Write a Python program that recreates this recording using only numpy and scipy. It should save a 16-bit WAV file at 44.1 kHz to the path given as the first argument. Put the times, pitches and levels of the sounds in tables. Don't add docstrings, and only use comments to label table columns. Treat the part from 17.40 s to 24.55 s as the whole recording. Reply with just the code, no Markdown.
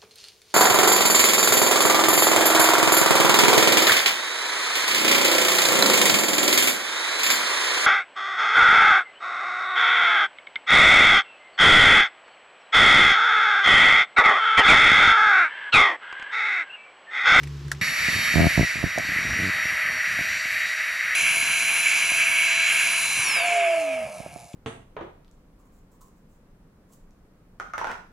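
import sys
import numpy as np
from scipy import signal
from scipy.fft import rfft, irfft
from scipy.io import wavfile
from scipy.ndimage import map_coordinates

SR = 44100
rng = np.random.default_rng(int(sys.argv[2]) if len(sys.argv) > 2 else 0)


def generate_wav(sig):
    pcm = np.round(np.clip(np.atleast_2d(sig).T, -1, 1) * 32767).astype(np.int16)
    wavfile.write(sys.argv[1], SR, pcm)


N = 315315
T = np.arange(N) / SR
HZ = np.maximum(np.fft.rfftfreq(N, 1 / SR), 1)
ACROSS_S, CLOSE_S, OFF_S = .4125, 3.75, 5.82

# t/s, blade tones/dB, wobble tone/dB, rattle/dB
ROTOR_LEVELS = [(0.42, 8, 0, -75), (0.65, 4, 0, -75), (0.85, 10, 0, -75), (1.1, 5, 0, -75),
                (1.4, -2, -1, -75), (2.2, 2, 2, -75), (3.74, -1, -1, -75), (3.76, 0, 0, -70),
                (5.25, 1, 1, -70), (5.33, -7, 0, -70), (5.45, 0, 0, -70), (5.6, 0, 0, -70),
                (5.8, 0, -8, -65), (5.95, 1, -14, -55), (6.05, -3, -14, -53), (6.13, -5, 5, -53),
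                (6.3, -8, 3, -52), (6.55, -11, 1, -51), (6.7, -24, -7, -54), (6.9, -36, -5, -57),
                (7.0, -40, -8, -59), (7.15, -45, -30, -64)]


def amp(db):
    return 10 ** (np.asarray(db) / 20)


def unit(x):
    return x / np.sqrt(np.mean(x ** 2) + 1e-20)


def curves(rows):
    s, *columns = np.transpose(rows)
    return [np.interp(T, s, c) for c in columns]


def over_hz(points):
    hz, value = np.transpose(points)
    return np.interp(np.log(HZ), np.log(np.maximum(hz, 1)), value)


def drift(rate):
    count = int(N / SR * rate) + 2
    return map_coordinates(rng.standard_normal(count), [T * rate], order=3)


def colour(x, spectrum, peaks=()):
    peaks_db = sum(lift_db / (1 + (2 * (HZ - hz) / width) ** 2) for hz, width, lift_db in peaks)
    return irfft(rfft(x) * unit(amp(over_hz(spectrum) + peaks_db)), N)


def band(x, low_hz, high_hz):
    return signal.sosfilt(signal.butter(2, [low_hz, high_hz], "band", fs=SR, output="sos"), x)


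def ring(hits, hz, width):
    r, w = np.exp(-np.pi * width / SR), 2 * np.pi * hz / SR
    return signal.lfilter([0, np.sin(w)], [1, -2 * r * np.cos(w), r * r], hits + 1e-18)


def engine_drone():
    # t/s, firing rate/Hz, level/dB
    firing = [(0.0, 141, -40), (0.06, 143.3, -33.5), (0.194, 140.6, -35), (0.23, 140.7, -39),
              (0.268, 142, -31), (0.304, 141, -42), (0.358, 142.5, -35), (0.398, 139.7, -44),
              (0.41, 139.3, -48)]
    # multiple of the firing rate, gain/dB
    overtones = [(.5, -4.5), (1, 0.5), (1.5, -22), (2, -42), (2.5, -21), (3, -29)]
    hz, level_db = curves(firing)
    phase = 2 * np.pi * np.cumsum(hz) / SR
    return np.sqrt(2) * sum(amp(level_db + db + drift(18)) * np.sin(k * phase + k) for k, db in overtones)


def outdoor_air():
    # f/Hz, level/dB
    spectrum = [(24, -38), (40, -23), (146, -10), (192, -15.5), (359, -14.5), (653, -31), (997, -23.5),
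                (5430, -30.5), (7900, -38.5), (13700, -74), (15500, -95)]
    shared, left, right = colour(rng.standard_normal((3, N)), spectrum)
    return amp(-48) * (shared + .5 * np.array([left, right]))


def plastic_clicks():
    # t/s, peak/dB, f/Hz, time to fade by 60 dB/s
    clicks = [(0.0327, -28, 2420, 0.044), (0.0732, -30.5, 2080, 0.038), (0.2817, -34, 1900, 0.034),
              (0.316, -12.5, 1730, 0.032), (0.3199, -25, 1810, 0.037), (0.3294, -31, 1730, 0.048),
              (0.348, -36, 2480, 0.037), (1.5845, -14, 1980, 0.011), (7.1324, -41, 3040, 0.045)]
    length = 4000
    out, age = np.zeros((2, N + length)), np.arange(length) / SR
    for s, db, hz, fade_s in clicks:
        noise = rng.standard_normal((3, length)) * amp(-60 * age / fade_s)
        burst = noise[0] + .5 * noise[1:]
        click = 1.6 * band(burst, hz * .76, hz * 1.14) + .5 * band(burst, 600, 8000)
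        start = round(s * SR)
        out[:, start:start + length] += amp(db) * click / np.abs(click).max()
    return out[:, :N]


def turbulence(flicker_db):
    white, out = rfft(rng.standard_normal((2, N))), 0
    for low, high in [(0, 1200), (1200, 3400), (3400, 8400), (8400, SR)]:
        flicker = amp(flicker_db * (drift(9) + 1.25 * drift(30)))
        out = out + flicker * irfft(white * ((HZ >= low) & (HZ < high)), N)
    return out


def air_rush(low_db, treble_db, hiss_db):
    # f/Hz, level/dB
    far_colour = [(150, -62), (250, -36), (450, -30), (624, -24.5), (995, -23.5), (1250, -13.5), (1950, 4),
                  (3450, -26), (4540, -24.5), (5400, -32.5), (5890, -27), (6200, -33), (9380, -36.5),
                  (11700, -35), (15500, -45.5)]
    near_colour = [(40, -68), (120, -27), (590, -26.5), (900, -17.5), (1600, -12), (1950, -11.5),
                   (2250, 0.5), (3200, -9.5), (3700, -22.5), (6300, -22.5), (8300, -24), (10400, -16.5),
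                   (13000, -38), (14250, -33), (14700, -75)]
    # f/Hz, width/Hz, lift/dB
    far_peaks = [(2100, 560, -1), (4600, 130, 6), (2570, 1500, 2.5), (10350, 570, 10.5), (12800, 140, -2),
                 (7300, 870, 5)]
    near_peaks = [(992, 33, 5.7), (1640, 220, 10.3), (2264, 380, 5.4), (2675, 310, 4.8), (6760, 225, 10.5),
                  (7200, 144, 13), (7510, 130, 5.5), (9110, 86, 3.1), (10170, 290, 12.6), (11800, 100, 1.7),
                  (13300, 490, 15)]
    roar_db = .47 * treble_db * (T < CLOSE_S)
    air, rush = rfft(turbulence(flicker_db=.6)), 0
    for low, high, db in [(0, 1350, low_db), (1350, 2200, 0), (2200, 3500, roar_db),
                          (3500, 8400, treble_db), (8400, SR, hiss_db)]:
        part = irfft(air * ((HZ >= low) & (HZ < high)), N)
        far, near = colour(part, far_colour, far_peaks), colour(part, near_colour, near_peaks)
        rush = rush + amp(db) * np.where(T >= CLOSE_S, near, far)
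    return rush


def rotor_whine(speed, turns):
    # multiple of the speed, far/dB, close/dB, slowing/dB
    tones = [(1, -54, -48, -49), (2, -56, -54, -62), (4, -62, -43, -55), (5, -56, -62, -60),
             (6, -48, -37, -48), (7, -51, -48, -41), (8, -66, -50, -58), (9, -45, -39, -38),
             (10, -69, -57, -62), (11, -80, -66, -54), (12, -72, -62, -50), (14, -77, -60, -58),
             (18, -55, -62, -54), (20, -60, -72, -62), (22, -71, -85, -64), (23, -73, -90, -66)]
    # f/Hz, gain/dB
    casing = [(1700, -30), (2050, -2), (2350, 10), (2900, 5), (3500, -2), (4300, -4), (5000, 2), (7000, -3),
              (9500, 0), (11000, -10), (13000, -30)]
    blade_db, wobble_db, _ = curves(ROTOR_LEVELS)
    slowing, out = np.clip((T - OFF_S) / .048, 0, 1), 0
    for k, far_db, close_db, slow_db in tones:
        swell_db = wobble_db + 1.2 * drift(6)
        if k > 1:
            slow_db = slow_db + np.interp(k * speed, *np.transpose(casing))
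            swell_db = blade_db + np.where(T >= CLOSE_S, 2, 3) * drift(8)
        level_db = np.where(T >= CLOSE_S, close_db + slowing * (slow_db - close_db), far_db)
        out = out + amp(level_db + swell_db) * np.sqrt(2) * np.sin(2 * np.pi * k * turns + k)
    return out


def bearing_rattle(speed, turns):
    spots = [(0, 1), (.111, -.8), (.37, .6), (.68, -.5)]
    # f/Hz, width/Hz, lift/dB
    shell = [(4000, 500, 3), (5100, 500, 5), (6200, 900, 6), (7700, 500, 3), (9700, 1400, 9),
             (10600, 600, 4)]
    ticks = sum(strength * (1 + .47 * drift(14)) * np.diff(np.floor(turns - place), prepend=-1)
                for place, strength in spots)
    ticks *= 1 + .35 * rng.standard_normal(N)
    ticks *= amp(curves(ROTOR_LEVELS)[2] + 2 * drift(20)) * np.sqrt(SR / speed)
    return colour(ticks, [(300, -60), (2500, -20), (3500, 0), (11000, -2), (14000, -20)], shell)


def pump():
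    # t/s, turns a second/Hz
    rotor = [(0.42, 627.2), (0.84, 627.8), (1.02, 630.3), (1.3, 631.4), (1.6, 633), (2.45, 632.4),
             (2.85, 636.4), (3.4, 635.6), (3.749, 635.2), (3.75, 672.5), (4.5, 673), (4.68, 669.5),
             (5.1, 669.7), (5.6, 672), (5.82, 672), (5.9, 604.4), (6.0, 529.6), (6.1, 465.3), (6.2, 409.2),
             (6.3, 360.2), (6.4, 315), (6.5, 276.3), (6.6, 240), (6.7, 208), (6.8, 177), (6.9, 149),
             (7.0, 124), (7.15, 90)]
    # t/s, level/dB, low boost/dB, treble boost/dB, hiss boost/dB, off to the side/0-1
    airflow = [(0.42, -26.5, 4.5, 11, 5, 0.5), (0.65, -26, 6, 12, 8, 0.62), (0.9, -25, 4, 11.5, 6, 0.55),
               (1.1, -25.5, 3.5, 9.5, 8, 0.5), (1.3, -28, 2, 9.5, 5.5, 0.48), (1.5, -31, 4.5, 8.5, 3, 0.28),
               (1.75, -24.5, 3, 5.5, -2, 0.02), (2.1, -25, 3.5, 5, 1, 0.01), (2.45, -25, 3.5, 3, 0, 0),
               (3.1, -27, 0, 9, 2.5, 0), (3.749, -25, 1, 2, 1, 0), (3.75, -21, -1, 3, 2.5, 0.4),
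               (4.1, -21.5, 0.5, 2.5, 2, 0.4), (4.45, -20.5, -1, 1.5, 2, 0.41),
               (4.7, -23, 1.5, 5.5, 3, 0.42), (5.0, -20.5, -0.5, -1, -0.5, 0.48),
               (5.25, -20.5, -1.5, 1, -3.5, 0.42), (5.35, -19.5, 0, 2.5, 2, 0.4), (5.55, -23, 2, 5, 5, 0.4),
               (5.72, -25, 3.5, 7, 5, 0.37), (5.85, -23, 6, 5, 3, 0.37), (6.0, -22.5, 6, -1.5, -2.5, 0.4),
               (6.15, -25.5, 4.5, 2, -7, 0.36), (6.3, -28.5, 5.5, -5, -12, 0.42),
               (6.45, -36, 8.5, 0, -10, .5), (6.6, -39, 8, -9, -8, 0.45), (6.75, -47.5, 16, -4, 0, 0.5),
               (6.9, -50, 10, 0, 0, 0.5), (7.0, -56.5, 15, 13, 5, 0.66), (7.15, -62, 9, 15, 3, .7)]
    rush_db, low_db, treble_db, hiss_db, aside = curves(airflow)
    speed = curves(rotor)[0] * (1 + .001 * drift(25))
    turns, heard = np.cumsum(speed) / SR, T >= ACROSS_S
    motor = rotor_whine(speed, turns) + bearing_rattle(speed, turns)
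    direct, scattered = amp(rush_db) * air_rush(low_db, treble_db, hiss_db)
    return (direct + motor) * heard, scattered * heard, aside


def grip_rumble():
    # t/s, level/dB
    grip = [(0.42, -36), (0.51, -43.5), (0.76, -42), (0.89, -43), (1.09, -52), (1.19, -48), (1.49, -48),
            (1.6, -46.5), (1.92, -41), (2.07, -48), (2.46, -53), (2.67, -55), (2.8, -49), (3.27, -61),
            (3.49, -62), (3.79, -57), (3.92, -52), (4.02, -53), (4.37, -57), (4.84, -58.5), (5.54, -64),
            (5.8, -53), (5.97, -66), (6.25, -77), (6.38, -58), (6.44, -67), (6.59, -56), (6.81, -61),
            (6.92, -52), (7.15, -61)]
    # f/Hz, level/dB
    spectrum = [(18, -48), (30, -31), (60, 1), (81, -3.5), (208, -4.5), (356, -17), (633, -22), (800, -30),
                (1040, -60), (1760, -120)]
    shared, left, right = colour(rng.standard_normal((3, N)), spectrum)
    spread = np.interp(T, [1.5, 2.2, 3.74, 3.76], [.76, .05, .05, .49])
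    gain = amp(curves(grip)[0] + 4.8 * drift(18)) * (T >= ACROSS_S)
    return gain * (shared + spread * np.array([left, right]))


def bumps_and_creaks():
    # t/s, strength/dB, sharpness/dB, left over right/dB
    bumps = [(0.461, -44, -11, -3), (0.518, -40, -20, -13), (0.658, -43, -16, -4.0),
             (0.683, -22, -10.5, -4), (0.76, -26, -17, 6), (0.789, -27.5, -13, -9), (0.908, -36, -17, 2.0),
             (0.939, -24, -14, -1.0), (1.104, -36, -8, -11), (1.176, -9.5, -15.5, -3),
             (1.193, -10.5, -8.5, -11), (1.208, -8.5, -19, 2), (1.228, -16.5, -11, 4), (1.244, -27, -17, 5),
             (1.355, -31.5, -15, -10), (1.429, -30.5, -3, -10), (1.438, -14.5, -18, -6),
             (1.461, -31, -19, 11), (1.472, -34, -13, -3), (1.559, -37, -8, 2), (1.578, -33.5, 11, -9),
             (1.586, -37.5, 4, 7), (1.596, -36, -3, -21), (1.648, -38, -16, 0.5), (1.688, -30, -12, -3),
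             (1.718, -32, -11, 3.0), (1.76, -31, -18, -0.5), (1.786, -28, -23, -1), (1.809, -37, -13, 0),
             (1.85, -27, -20, -2), (1.89, -30, -21, 0), (1.919, -45, -15, 0.5), (2.253, -29.5, -17, -1),
             (2.323, -36, -13, 0.5), (2.458, -50, -4, 0.5), (2.499, -42, 0, 1), (2.709, -42, -17, 0.0),
             (2.789, -27, -9, 0.0), (2.808, -27.5, -17, -4), (2.849, -51, 2, 0.0), (3.054, -39, -7, 0.0),
             (3.969, -42, 0, 0.5), (4.029, -41, -4, -1), (4.718, -40, 5.5, 0.0), (6.802, -35.5, -2.5, -9),
             (6.862, -42, 5.5, -8), (6.96, -38.5, 1, -10), (7.14, -26, -21, 8.0)]
    # start/s, end/s, slips/Hz, strength/dB, sharpness/dB, unevenness/0-1, stereo spread/0-1
    creaks = [(0.956, 1.073, 81, -12, -14, .06, 0.95), (1.988, 2.1, 94.0, -25, -24, 0.06, 0)]
    # f/Hz, width/Hz, level/dB
    thuds = [(86, 38, -7), (162.7, 74, 9), (280, 96, 4)]
    snaps = [(372, 33, -2.5), (605, 65, 5.5), (678, 47, 11.5)]
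    blows = [(*bump, .4) for bump in bumps]
    for start, end, per_s, db, sharp_db, uneven, spread in creaks:
        early_late, force = rng.standard_normal((40, 2)).T
        times = start + (np.arange(40) + uneven * early_late) / per_s
        blows += [(s, db + 15 * uneven * f, sharp_db, -1, spread) for s, f in zip(times, force) if s < end]
    s, db, sharp_db, pan_db, spread = np.transpose(blows)
    gain, knocks = amp(db + np.array([[.5], [-.5]]) * pan_db), 0
    for modes, shift_db, lag_s, push in [(thuds, 0, .0015, -.5), (snaps, sharp_db, 0, .5)]:
        for hz, width, mode_db in modes:
            hits, chance = np.zeros((2, N)), rng.standard_normal((len(s), 2)).T
            variation = 1 + .25 * chance[0] + spread * chance[1] * [[1], [-1]]
            hits[:, np.round((s + lag_s) * SR).astype(int)] = gain * amp(shift_db + mode_db) * variation
            knocks = knocks + push * ring(hits, hz, width)
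    return signal.lfilter(*signal.butter(2, 1000, fs=SR), knocks)


def finger_whistle():
    # t/s, f/Hz, level/dB
    squeeze = [(5.3, 9000, -72), (5.55, 9050, -41), (5.85, 9030, -37), (6.1, 9400, -47), (6.3, 9500, -51),
               (6.4, 9650, -80)]
    hz, level_db = curves(squeeze)
    tone = np.sqrt(2) * np.sin(2 * np.pi * np.cumsum(hz) / SR)
    return amp(level_db) * drift(350) * tone * (T > squeeze[0][0])


def valve_whistle():
    # t/s, f/Hz, level/dB, breath/dB
    note = [(5.95, 723.3, -46, -40), (6.01, 672, -29, -41), (6.026, 700.4, -29.5, -41),
            (6.18, 692, -21, -41), (6.304, 666.6, -21, -40), (6.64, 636, -30, -42), (6.688, 629, -47, -39),
            (6.704, 617.8, -40, -43), (6.778, 623, -40, -44), (6.788, 670, -40, -46),
            (6.804, 685, -48, -48), (6.818, 586.0, -47, -49), (6.844, 655, -56, -43),
            (6.864, 609.5, -45, -50), (6.882, 682, -57, -50), (6.966, 725, -49, -52),
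            (6.988, 693.5, -50, -49), (7.15, 700, -53, -58)]
    hz, level_db, breath_db = curves(note)
    phase = 2 * np.pi * np.cumsum(hz * (1 + .0041 * drift(60))) / SR
    tone = np.sqrt(2) * amp(level_db + drift(70)) * (np.sin(phase) + amp(-28) * np.sin(2 * phase))
    breath = unit(band(band(rng.standard_normal(N), 608, 940), 380, 730))
    fade_in = np.clip((T - note[0][0]) / .016, 0, 1)
    return (tone + amp(breath_db) * breath) * fade_in


def scene():
    # f/Hz, left over right/dB
    lean = [(60, 4), (180, 0.0), (550, -5), (1650, -3), (4970, -2), (15000, 13.5)]
    # f/Hz, left ahead/radians
    lead = [(0, -0.063), (3360, -0.75), (3700, -0.51), (4050, -1.7), (4480, -1.3), (15200, -0.5)]
    direct, scattered, aside = pump()
    direct = direct + valve_whistle() + finger_whistle()
    half_gap = np.log(amp(over_hz(lean))) / 2 + .5j * over_hz(lead)
    side = irfft(rfft(direct) * np.sinh(half_gap), N) + .6 * scattered
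    handling = bumps_and_creaks() + grip_rumble() + plastic_clicks()
    outdoors = (engine_drone() + outdoor_air()) * (T < ACROSS_S)
    return direct + aside * side * [[1], [-1]] + handling + outdoors


def record(dry):
    hiss = amp(-62) * band(rng.standard_normal((2, N)), 9000, 14000)
    wet = signal.sosfilt(signal.butter(3, 50, "high", fs=SR, output="sos"), dry + hiss)
    wet = .8 * np.tanh(wet / .8)
    return signal.sosfilt(signal.ellip(10, .5, 70, 15300, fs=SR, output="sos"), wet)


dry = scene()
out = record(dry)
generate_wav(out)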